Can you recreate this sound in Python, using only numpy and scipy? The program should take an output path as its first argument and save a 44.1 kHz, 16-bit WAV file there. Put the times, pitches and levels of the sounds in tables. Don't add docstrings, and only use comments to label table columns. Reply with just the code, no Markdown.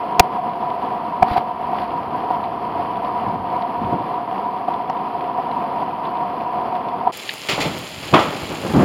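import sys
import numpy as np
from scipy import signal
from scipy.fft import rfft, irfft
from scipy.io import wavfile
from scipy.ndimage import uniform_filter1d

SR = 44100
rng = np.random.default_rng(int(sys.argv[2]) if len(sys.argv) > 2 else 0)


def wav_record(signal):
    frames = np.transpose(np.atleast_2d(signal))
    bounded = np.clip(frames, -1, 1)
    quanta = np.round(bounded * 32767).astype(np.int16)
    wavfile.write(sys.argv[1], SR, quanta)


N = 389844
TIME = np.arange(N) / SR
FREQ = np.arange(8193) * SR / 16384


def undb(db):
    return 10 ** (np.asarray(db) / 20)


def unit(x):
    return x / np.sqrt(np.mean(x ** 2))


def slopes(points):
    hz, db = np.transpose(points)
    return np.interp(np.log(FREQ + 1), np.log(hz), db)


def bumps(rows):
    return sum(db * np.exp(-((FREQ - hz) / width) ** 2) for hz, width, db in rows)


def colour(x, db):
    cepstrum = irfft(np.log(undb(db)))[:len(FREQ) - 1]
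    cepstrum[1:] *= 2
    spectrum = np.exp(rfft(cepstrum, 2 * len(cepstrum)))
    response = irfft(spectrum)[:len(FREQ) // 2]
    return signal.oaconvolve(x, response)[:len(x)]


def walk(rate):
    hold = max(int(SR / rate), 1)
    steps = np.repeat(rng.standard_normal(N // hold + 1), hold)
    slewed = uniform_filter1d(uniform_filter1d(steps, hold), hold)
    return np.sqrt(2) * slewed[:N]


def add(track, s, sound):
    start = int(s * SR)
    track[start:start + len(sound)] += sound[:N - start]


def bell(s, half_s):
    return np.exp(-((TIME - s) / half_s) ** 2)


def strike(rise_s, t60):
    t = TIME[:SR]
    decay = np.exp(-np.log(1000) * np.maximum(t - rise_s, 0) / t60)
    return np.minimum(t / rise_s, 1) * decay


def burst(decay_s, db, size=4096):
    force = rng.standard_normal(size) * np.exp(-TIME[:size] / max(decay_s, 1 / SR))
    x = colour(force, db)
    return x / np.abs(x).max()


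def grainy(grain_db, db):
    rough = rng.standard_normal(SR) * undb(grain_db * walk(500)[:SR])
    return unit(colour(rough, db))


def swells(rows, db):
    power = sum(undb(2 * level_db) * bell(s, half_s) for s, half_s, level_db in rows)
    rough = rng.standard_normal(N) * undb(3.0 * walk(300))
    return np.sqrt(power) * unit(colour(rough, db))


def patter(spread_db, cycles, count, size=256):
    when, pitch, near = rng.random((count, 3)).T
    hz = 500 * 32 ** pitch
    closeness = -np.log(np.maximum(near, .004))
    turns = hz[:, None] * TIME[:size]
    strength = hz * undb(spread_db * closeness)
    pings = strength[:, None] * np.sin(2 * np.pi * turns) * np.exp(-turns / cycles)
    places = (when * N).astype(int)[:, None] + np.arange(size)
    return unit(np.bincount(places.ravel(), pings.ravel(), N + size)[:N])


def rain(drops_db, spread_db, cycles, flicker_db):
    near = undb(drops_db) * patter(spread_db, cycles, count=12000)
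    return (rng.standard_normal(N) + near) * undb(flicker_db * walk(25))


# frequency in Hz, relative level in dB per Hz.
WET_RAIN_COLOUR = [(30, -29), (90, -8.5), (220, 3.5), (330, 1), (500, 0.5), (620, -3.5), (1130, 1),
                   (1500, -14), (3100, -20), (3900, -29), (4700, -28.5), (6100, -49), (8600, -54),
                   (10600, -38), (14500, -48.5)]
# pitch in Hz, width in Hz, gain in dB.
PLUG_RINGS = [(719.2, 70.6, 16.5), (965.6, 76, 13.5)]


def wet_port_gain():
    return slopes(WET_RAIN_COLOUR) + bumps(PLUG_RINGS)


RAIN_WET_DB = -23
TURN_S, TURN_HALF_S, TURN_DB = 3.06, 0.66, 1.3


def wet_rain():
    fall = rain(drops_db=-5.5, spread_db=2.5, cycles=1.0, flicker_db=0.94)
    level_db = RAIN_WET_DB + TURN_DB * bell(TURN_S, TURN_HALF_S)
    return unit(colour(fall, wet_port_gain())) * undb(level_db)


# start in seconds, splash peak in dB.
PORT_SPLASHES = [(0.1961, 12.5), (1.2245, -21), (4.8985, -21.5)]
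SPLASH_DECAY_S, SPLASH_DULLING = 0.0018, 0.3


def port_hits():
    out = np.zeros(N)
    splash = slopes([(500, -5), (1200, 0.5), (1900, 10.5), (2300, -2.5), (3000, 7), (3800, -7.5),
                     (5200, 5), (8000, -17), (15000, -9.5)])
    hardest_db = max(db for _, db in PORT_SPLASHES)
    octaves = np.log2(np.maximum(FREQ / 2000, 1))
    for s, splash_db in PORT_SPLASHES:
        dulling = SPLASH_DULLING * (hardest_db - splash_db) * octaves
        add(out, s, undb(splash_db) * burst(SPLASH_DECAY_S, splash - dulling))
    return out


# middle in seconds, level in dB.
CASING_THUMPS = [(0.201, -13), (1.227, -14.5), (1.316, -21), (1.379, -27)]
THUMP_HALF_S, THUMP_HZ = 0.0046, 190


def thumps():
    deep = -10 * np.log10((1 + (FREQ / THUMP_HZ) ** 4) * (1 + (40 / (FREQ + 1)) ** 2))
    rows = [(s, THUMP_HALF_S, level_db) for s, level_db in CASING_THUMPS]
    return swells(rows, deep)


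# middle in seconds, level in dB.
PLUG_KNOCKS = [(.2012, 7.5), (1.229, -0.5), (1.245, -10), (1.366, -7.5), (1.379, -5), (1.734, -16),
               (2.31, -11.5), (2.97, -13.5), (4.686, -10.5), (4.902, -10.5), (5.399, -13.5), (7.075, -7.5)]
# pitch in Hz, strength in dB.
PLUG_MODES = [(738, -1.5), (955, -7.5)]
KNOCK_HALF_S = .0054


def knocks(grit_db):
    out = np.zeros(N)
    port = wet_port_gain()
    t = TIME[:2048] - 2 * KNOCK_HALF_S
    ring = sum(undb(db) * np.sin(2 * np.pi * hz * t) for hz, db in PLUG_MODES)
    swell = np.exp(-(t / KNOCK_HALF_S) ** 2)
    for s, level_db in PLUG_KNOCKS:
        grit = undb(grit_db) * unit(colour(rng.standard_normal(len(t)), port))
        add(out, s + t[0], undb(level_db) * swell * (ring + grit))
    return out


# start in seconds, peak in dB, pitch in Hz.
NEAR_DRIPS = [(1.784, -24.5, 2100), (2.439, -27, 2500), (3.622, -26.5, 2720), (5.513, -28, 2470),
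              (6.051, -29, 2500), (7.1718, -22.5, 9500), (7.292, -9, 2670), (7.337, -26, 9500),
              (7.787, -26, 9950)]
SOFT_DRIP_DB, SOFT_DRIP_SCATTER_DB, SOFT_DRIP_HZ, SOFT_DRIP_OCTAVES = -30.5, 1, 2350, .13


def drips(splash_s=0.0033, octaves=0.66, count=20):
    out = np.zeros(N)
    soft = []
    times = rng.random(count) * TIME[-1]
    for s, (size, pitch) in zip(times, rng.standard_normal((count, 2))):
        peak_db = SOFT_DRIP_DB + SOFT_DRIP_SCATTER_DB * size
        soft.append((s, peak_db, SOFT_DRIP_HZ * 2 ** (SOFT_DRIP_OCTAVES * pitch)))
    for s, peak_db, hz in NEAR_DRIPS + soft:
        band = -10 * np.log10(1 + (np.log2((FREQ + 1) / hz) / octaves) ** 12)
        add(out, s, undb(peak_db) * burst(splash_s, np.maximum(band, -60)))
    return out


# middle in seconds, half length in seconds, level in dB.
CASING_RUBS = [(1.325, 0.038, -31.5), (1.376, 0.011, -26), (1.81, 0.051, -39.5)]


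def rubs():
    skin = slopes([(300, -10), (1200, 11.5), (3000, 1.5), (4700, -3.0), (6200, -27.5), (9000, -32),
                   (11000, -16.5), (15000, -30)])
    return swells(CASING_RUBS, skin)


# middle in seconds, half length in seconds, level in dB.
FAR_ROLLS = [(2.6, .78, -40), (3.33, .06, -29.5), (3.85, 0.043, -26.5), (7.71, 0.089, -29),
             (8.35, 0.28, -30.5), (8.86, 0.13, -18.5)]
# frequency in Hz, relative level in dB per Hz.
WET_ROLL_COLOUR = [(25, -21), (90, 1), (150, -2), (210, 2), (420, -8.5), (800, -15.5), (2000, -63)]
# frequency in Hz, relative level in dB per Hz.
CLEAR_ROLL_COLOUR = [(25, -41), (70, -2), (160, 1.5), (350, -2), (650, -5.5), (1200, -12), (1700, -16.5),
                     (5000, -48.5)]


def rolls(points):
    return swells(FAR_ROLLS, slopes(points))


# start in seconds, level in dB, 60 dB decay in seconds, dull above in Hz.
THUNDER_STROKES = [(3.92, -17.5, 0.18, 250), (4.0, -28.5, .1, 400), (7.486, -24, 0.74, 1320),
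                   (7.52, -27, 0.099, 210), (7.577, -21.5, 0.74, 1100), (7.648, -21.5, 0.11, 230),
                   (8.027, -34, .17, 1100), (8.122, -14, 0.091, 250), (8.137, -4, 0.22, 1680),
                   (8.501, -26, 0.65, 600), (8.645, -23.5, 0.28, 400), (8.733, -8.5, 0.33, 169),
                   (8.785, -12, 0.98, 298)]
# frequency in Hz, relative level in dB per Hz.
SHOCK_COLOUR = [(25, -38), (70, -10.5), (150, 4.5), (220, 2), (300, 4.5), (420, -0.5), (620, 0),
                (870, -0.5), (1330, -2.5), (1520, -12), (3300, -11.5), (5000, -28.5), (15000, -38)]
RISE_CYCLES, TAIL_DB, TAIL_T60_S = 3.2, -9, 0.74


def thunder(grain_db=0.5, lowest_share=0.42):
    out = np.zeros(N)
    for s, level_db, t60, dull_hz in THUNDER_STROKES:
        pitch = (FREQ + 10) / dull_hz
        band_db = -10 * np.log10((1 + pitch ** 2.4) * (1 + (lowest_share / pitch) ** 2))
        body = grainy(grain_db, slopes(SHOCK_COLOUR) + band_db)
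        rise_s = RISE_CYCLES / dull_hz
        tail = undb(TAIL_DB) * strike(rise_s, TAIL_T60_S)
        envelope = np.hypot(strike(rise_s, t60), tail)
        add(out, s, undb(level_db) * envelope * body)
    return out


# frequency in Hz, relative level in dB per Hz.
CLEAR_RAIN_COLOUR = [(30, -31), (100, -4), (270, 0), (520, -0.5), (800, 0.5), (1550, -6.5), (2300, 0),
                     (3100, 0.5), (4000, -4), (5000, -6), (5900, -16), (7100, -7), (8500, -16.5),
                     (10500, -14), (15500, -22.5)]
RAIN_CLEAR_DB = -33


def clear_rain():
    fall = rain(drops_db=-1.5, spread_db=2.5, cycles=0.77, flicker_db=0.5)
    return unit(colour(fall, slopes(CLEAR_RAIN_COLOUR))) * undb(RAIN_CLEAR_DB)


# start in seconds, level in dB.
THUNDER_TEARS = [(7.485, -16.5), (7.601, -19.5), (8.027, -34), (8.14, -26.5), (8.19, -26)]
# frequency in Hz, relative level in dB per Hz.
CRACKLE_COLOUR = [(200, -13), (1500, -12), (2100, 0), (3300, -1), (4000, -5.5), (5000, -9), (6000, -19),
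                  (7100, -13.5), (8500, -23), (15000, -31)]
TEAR_RISE_S, TEAR_T60_S = .004, 0.36


def tears(grain_db=1.0):
    out = np.zeros(N)
    for s, level_db in THUNDER_TEARS:
        crackle = grainy(grain_db, slopes(CRACKLE_COLOUR))
        add(out, s, undb(level_db) * strike(TEAR_RISE_S, TEAR_T60_S) * crackle)
    return out


def wet_port():
    handling = thumps() + knocks(grit_db=-11) + rubs()
    return wet_rain() + port_hits() + handling + rolls(WET_ROLL_COLOUR)


def clear_port():
    return clear_rain() + tears() + rolls(CLEAR_ROLL_COLOUR)


CUT_S = 7.118


def scene():
    dip = np.minimum(np.abs(TIME - CUT_S) / 0.01, 1)
    port = np.where(TIME < CUT_S, wet_port(), clear_port())
    return (port * dip + drips() + thunder())[None]


# frequency in Hz, width in Hz, gain in dB.
MICROPHONE_DIPS = [(3720, 65, -15), (8000, 230, -19), (11750, 120, -18)]
TOP_HZ = 15850


def record(dry):
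    clipped = np.clip(colour(dry[0], bumps(MICROPHONE_DIPS)), -1, 1)
    low_pass = signal.ellip(10, .2, 70, TOP_HZ, fs=SR, output="sos")
    return signal.sosfilt(low_pass, clipped)[None]


dry = scene()
out = record(dry)
wav_record(out)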